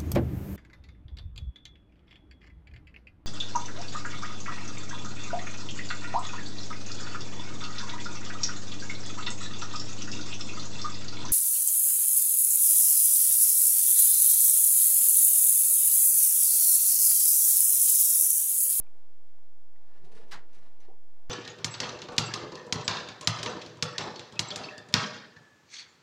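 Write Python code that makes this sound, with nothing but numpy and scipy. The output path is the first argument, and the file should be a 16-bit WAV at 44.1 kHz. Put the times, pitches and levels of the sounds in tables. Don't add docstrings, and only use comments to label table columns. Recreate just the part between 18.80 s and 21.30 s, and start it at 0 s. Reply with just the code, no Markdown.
import sys
import numpy as np
from scipy import signal
from scipy.fft import rfft, irfft, next_fast_len
from scipy.io import wavfile
from scipy.ndimage import uniform_filter1d

SR = 44100
rng = np.random.default_rng(int(sys.argv[2]) if len(sys.argv) > 2 else 0)


def persist_wave(psi):
    counts = np.round(np.clip(psi, -1, 1) * 32767).astype(np.int16)
    wavfile.write(sys.argv[1], SR, np.atleast_2d(counts).T)


N = 110161
T = np.arange(N) / SR


def undb(db):
    return 10 ** (np.asarray(db) / 20)


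def unit(x):
    return x / np.sqrt(np.mean(x ** 2) + 1e-30)


def noise():
    return rng.standard_normal(N)


def on_log(hz, points):
    f, value = np.array(points, float).T
    return np.interp(np.log(np.maximum(hz, 1)), np.log(f), value)


def shaped(x, gain):
    size = next_fast_len(N, True)
    hz = np.arange(size // 2 + 1) * SR / size + 1e-3
    return unit(irfft(rfft(x, size) * gain(hz), size)[:N])


def coloured(x, points, tilt_db=0):
    def gain(f):
        tilt = tilt_db * np.log2(np.maximum(f, points[0][0]))
        return undb(on_log(f, points) + tilt)
    return shaped(x, gain)


def resonant(x, peaks):
    def gain(f):
        total = 0
        for hz, width, db in peaks:
            detuning = (f * f - hz * hz) / (f * width)
            total = total + undb(db) / (1 + detuning ** 2 * 2)
        return total
    return shaped(x, gain)


def wobbling(hz, width, rough):
    def blur():
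        return shaped(noise(), lambda f: 1 / (1 + (2 * f / width) ** 4))
    phase = 2 * np.pi * (np.cumsum(hz * np.ones(N)) / SR + rng.random())
    return unit((1 + rough * blur()) * np.sin(phase) + rough * blur() * np.cos(phase))


def fall(age, t60):
    return np.exp(-np.log(1000) * age / max(t60, 1e-3))


def strike(start, rise, t60):
    age = np.maximum(T - start, 0)
    return (1 - np.exp(-age / max(rise, 1e-4))) * fall(age, t60)


def ring(start, rise, modes):
    out, first = np.zeros(N), int(start * SR)
    age = T[:min(SR // 2, N - first)]
    tone, power = np.zeros(len(age)), 0
    for hz, db, t60 in modes:
        tone += undb(db) * np.sin(2 * np.pi * (hz * age + rng.random())) * fall(age, t60)
        power += undb(db) ** 2 / 2
    out[first:first + len(age)] = tone * (1 - np.exp(-age / max(rise, 1e-4)))
    return out / np.sqrt(power)


def walk(rate):
    k = int(SR / rate)
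    steps = np.repeat(rng.standard_normal(N // k + 1), k)
    return unit(uniform_filter1d(uniform_filter1d(steps, k), k)[:N])


def follow(curve):
    s, db = np.array(curve, float).T
    return undb(np.interp(T, s, db, left=-np.inf, right=-np.inf))


# f/Hz, relative level/dB per Hz
HISS_SPECTRUM = [(100, -1.5), (3000, 3.5), (7000, 1.5), (11000, 0.5), (11600, -10), (13000, -40)]
HISS_DB, TOP_HZ, DC_OFFSET = -81.5, 12800, .0293


def record(dry):
    taped = dry + undb(HISS_DB) * coloured(noise(), HISS_SPECTRUM)
    top_cut = signal.ellip(8, .2, 70, TOP_HZ, fs=SR, output="sos")
    return signal.sosfilt(top_cut, taped) + DC_OFFSET


# t/s, level/dB
FAN_SWELL = [(0, -69), (.15, -71.5), (.4, -73), (.9, -73.5), (.98, -71), (1.1, -72), (2.25, -73),
             (2.5, -70)]
# f/Hz, relative level/dB per Hz
FAN_SPECTRUM = [(40, -5.5), (90, -6), (135, -49), (180, -4), (240, -7.5), (330, 2), (490, -0.5), (560, -5),
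                (700, -0.5), (950, -2.5), (1250, -11), (2000, -11), (2900, -17), (3800, -17), (6000, -24.5),
                (12000, -34)]
FLUTTER_DB = .5


def fan():
    swell_db = np.interp(T, *np.array(FAN_SWELL).T)
    return undb(swell_db + FLUTTER_DB * walk(12.5)) * coloured(noise(), FAN_SPECTRUM)


# f/Hz, level/dB rms
STEADY_TONES = [(59.5, -80), (180, -94.5), (328.4, -84.5), (479.1, -85), (678.3, -82), (780.6, -91),
                (888.2, -87), (1459, -90.5), (1981, -94.5), (8000, -102)]
TONE_WAVER = .3


def hum():
    out = np.zeros(N)
    for hz, db in STEADY_TONES:
        phase = 2 * np.pi * (hz * T + rng.random()) + TONE_WAVER * walk(10)
        out += undb(db) * np.sqrt(2) * np.sin(phase)
    return out


# t/s, level/dB, f/Hz
DRY_CLICKS = [(.067, -60, 2500), (0.959, -64, 1950)]
CLICK_WIDTH_HZ, CLICK_T60_S = 300, 0.027
CLICK_BODY = (790, 1300, -5)


def clicks():
    out = np.zeros(N)
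    for start, db, hz in DRY_CLICKS:
        burst = resonant(noise(), [(hz, CLICK_WIDTH_HZ, 0), CLICK_BODY])
        out += undb(db) * burst * strike(start, .0005, CLICK_T60_S)
    return out


# t/s, level/dB
RUMBLE_LEVEL = [(.9, -90), (1.0, -77.5), (1.15, -76.5), (1.3, -65), (1.43, -60.5), (1.67, -71), (1.88, -69),
                (2.0, -77), (2.25, -87)]
# f/Hz, width/Hz, relative level/dB
HOUSING_RESONANCES = [(186, 44, -2), (252.6, 55, 1), (356, 86, 1), (476, 26, 3), (658, 140, -4.5),
                      (918, 330, -9.5)]
# t/s, level/dB, f/Hz
GROAN_GLIDE = [(1.119, -84, 341.4), (1.2, -77, 349.6), (1.235, -61.5, 357.5), (1.299, -67, 400),
               (1.337, -62.5, 433.5), (1.385, -54, 445.7), (1.415, -59.5, 430.6), (1.45, -78, 409),
               (1.52, -66, 409)]
GROAN_WIDTH_HZ, GROAN_ROUGH = 127, 0.71


def drive():
    s, _, hz = np.array(GROAN_GLIDE, float).T
    groan = wobbling(np.interp(T, s, hz), GROAN_WIDTH_HZ, GROAN_ROUGH)
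    rumble = resonant(noise(), HOUSING_RESONANCES)
    return groan * follow([row[:2] for row in GROAN_GLIDE]) + rumble * follow(RUMBLE_LEVEL)


# t/s, level/dB, f/Hz
HOUSING_BUMPS = [(1.19, -59, 140), (1.227, -53, 155), (1.258, -57.5, 735), (1.322, -58.5, 160),
                 (1.42, -59.5, 150), (1.523, -49, 150), (1.58, -77, 140), (1.775, -64.5, 135),
                 (1.868, -62.5, 165), (1.895, -62.5, 320), (2.006, -67.5, 125), (2.119, -66.5, 200)]
BUMP_WIDTH_HZ, BUMP_ROUGH, BUMP_RISE_S, BUMP_T60_S = 70, 0.71, .012, 0.21


def bumps():
    out = np.zeros(N)
    for start, db, hz in HOUSING_BUMPS:
        thud = wobbling(hz, BUMP_WIDTH_HZ, BUMP_ROUGH)
        out += undb(db) * thud * strike(start, BUMP_RISE_S, BUMP_T60_S)
    return out


# t/s, level/dB
SEAT_KNOCKS = [(2.078, -53), (2.106, -65), (2.128, -65)]
# f/Hz, width/Hz, relative level/dB
SEAT_RESONANCES = [(238, 80, -5.5), (364, 120, 1.5), (467, 100, -1.5), (650, 110, -5.5), (787, 89, 1),
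                   (943, 83, -5.5)]
KNOCK_RISE_S, KNOCK_T60_S = 0.0026, 0.26


def knocks():
    out = np.zeros(N)
    for start, db in SEAT_KNOCKS:
        out += undb(db) * resonant(noise(), SEAT_RESONANCES) * strike(start, KNOCK_RISE_S, KNOCK_T60_S)
    return out


# t/s, level/dB, t60/s, spring level/dB relative to the tick
LINKAGE_TICKS = [(1.243, -65.5, 0.19, -11), (1.316, -64, 0.21, -8), (1.348, -62, 0.37, -16),
                 (1.481, -71.5, 0.29, -5), (1.729, -67, 0.18, -4.5), (1.744, -65, 0.21, -12),
                 (1.778, -71, 0.28, -2), (1.826, -73, 0.2, -14), (1.857, -72, .15, -12),
                 (2.001, -68.5, 0.2, 2)]
# f/Hz, relative level/dB per Hz
TICK_SPECTRUM = [(200, 1), (900, -17), (1900, 7), (3000, 2.5), (4500, 1.5), (7000, -3), (10000, -5.5),
                 (12500, -30)]
# f/Hz, relative level/dB, t60/s
SPRING_MODES = [(2120, -6, 0.26), (3960, -8, 0.13), (5930, 2.5, 0.12), (6040, -3, 0.13), (6870, -13, 0.19),
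                (10300, -5.5, 0.061)]
TICK_RISE_S = 0.0016


def linkage():
    out = np.zeros(N)
    for start, db, t60, spring_db in LINKAGE_TICKS:
        tick = coloured(noise(), TICK_SPECTRUM) * strike(start, TICK_RISE_S, t60)
        spring = undb(spring_db) * ring(start, TICK_RISE_S, SPRING_MODES)
        out += undb(db) * (tick + spring)
    return out


# t/s, level/dB
SCRAPE_LEVEL = [(.92, -93), (1.08, -74), (1.17, -68.5), (1.21, -72), (1.255, -67), (1.30, -69.5),
                (1.39, -62), (1.45, -66), (1.50, -65.5), (1.67, -73), (1.715, -70), (1.76, -65),
                (1.815, -69.5), (1.865, -67), (1.97, -78.5), (2.025, -65), (2.075, -69.5), (2.13, -78)]
# f/Hz, relative level/dB per Hz
SCRAPE_SPECTRUM = [(150, -0.5), (500, 2), (850, 3.5), (1150, -2), (1850, 1), (3000, -8), (4000, -5),
                   (6500, -19.5), (10000, -27), (13000, -49)]
GRAINS_PER_S, GRAIN_SPREAD_DB, GRAIN_T60_S = 700, 3.5, 0.064


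def arm():
    grain_db = GRAIN_SPREAD_DB * np.minimum(rng.exponential(size=N), 4)
    slips = (rng.random(N) < GRAINS_PER_S / SR) * np.sign(noise()) * undb(grain_db)
    smear = (noise() * strike(0, 0.0014, GRAIN_T60_S))[:SR // 4]
    grains = signal.fftconvolve(slips, smear)[:N]
    return coloured(grains, SCRAPE_SPECTRUM) * follow(SCRAPE_LEVEL)


# t/s, level/dB, brightness/dB per octave
TRAY_BLOWS = [(1.511, -47, 1.5), (1.5152, -43.5, 1), (1.523, -45, 0), (1.533, -44.5, -3.5)]
# f/Hz, relative level/dB per Hz
CLACK_SPECTRUM = [(100, -18), (300, -15), (430, -5), (570, -12.5), (780, -2), (1200, -1.5), (2000, 1),
                  (2500, -7.5), (3500, -4), (5200, -8), (7000, -13), (10000, -22.5), (13000, -24)]
# f/Hz, relative level/dB, t60/s
TRAY_MODES = [(813, -7, 0.25), (930, -7, 0.2), (1044.5, -3, 0.21), (1387, -3, .28), (1560, 6, 0.12),
              (1704, 4, 0.11), (1975, 4, 0.12), (2086, 3, 0.15), (2325, -9, 0.076), (2980, -14, 0.13),
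              (3290, -7, 0.097), (3486, -9, .16), (4863, 6, 0.1), (5160, -12, 0.11)]
# f/Hz, rise/s
BLOW_RISE = [(150, 0.011), (800, 0.0061), (2000, 0.0019), (5000, 0.0014), (12000, 0.0021)]
# f/Hz, t60/s
BLOW_DECAY = [(150, 0.28), (500, 0.33), (1000, 0.25), (2000, 0.22), (4000, 0.18), (7000, 0.18),
              (12000, 0.077)]
TRAY_RING_S, TRAY_DB, TRAY_RISE_S = 1.518, -43.5, 0.0053
RATTLE_DB, RATTLE_PER_S = 1, 300


def tray_step():
    out = undb(TRAY_DB) * ring(TRAY_RING_S, TRAY_RISE_S, TRAY_MODES)
    octaves = np.arange(np.log2(125), np.log2(16001))
    for start, db, bright_db in TRAY_BLOWS:
        rattle = noise() * undb(RATTLE_DB * walk(RATTLE_PER_S))
        crack = coloured(rattle, CLACK_SPECTRUM, bright_db)
        first, spectrum = int(start * SR), rfft(crack[:SR // 2])
        pitch = np.clip(np.log2(np.arange(len(spectrum)) * 2 + 1), octaves[0], octaves[-1])
        for octave in octaves:
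            band = irfft(spectrum * np.maximum(1 - abs(pitch - octave), 0))
            hz = 2 ** octave
            envelope = strike(0, on_log(hz, BLOW_RISE), on_log(hz, BLOW_DECAY))
            out[first:first + len(band)] += undb(db) * band * envelope[:len(band)]
    return out


def scene():
    background = fan() + hum() + clicks()
    mechanism = drive() + bumps() + knocks() + linkage() + arm() + tray_step()
    return (background + mechanism)[None]


dry = scene()
out = record(dry)
persist_wave(out)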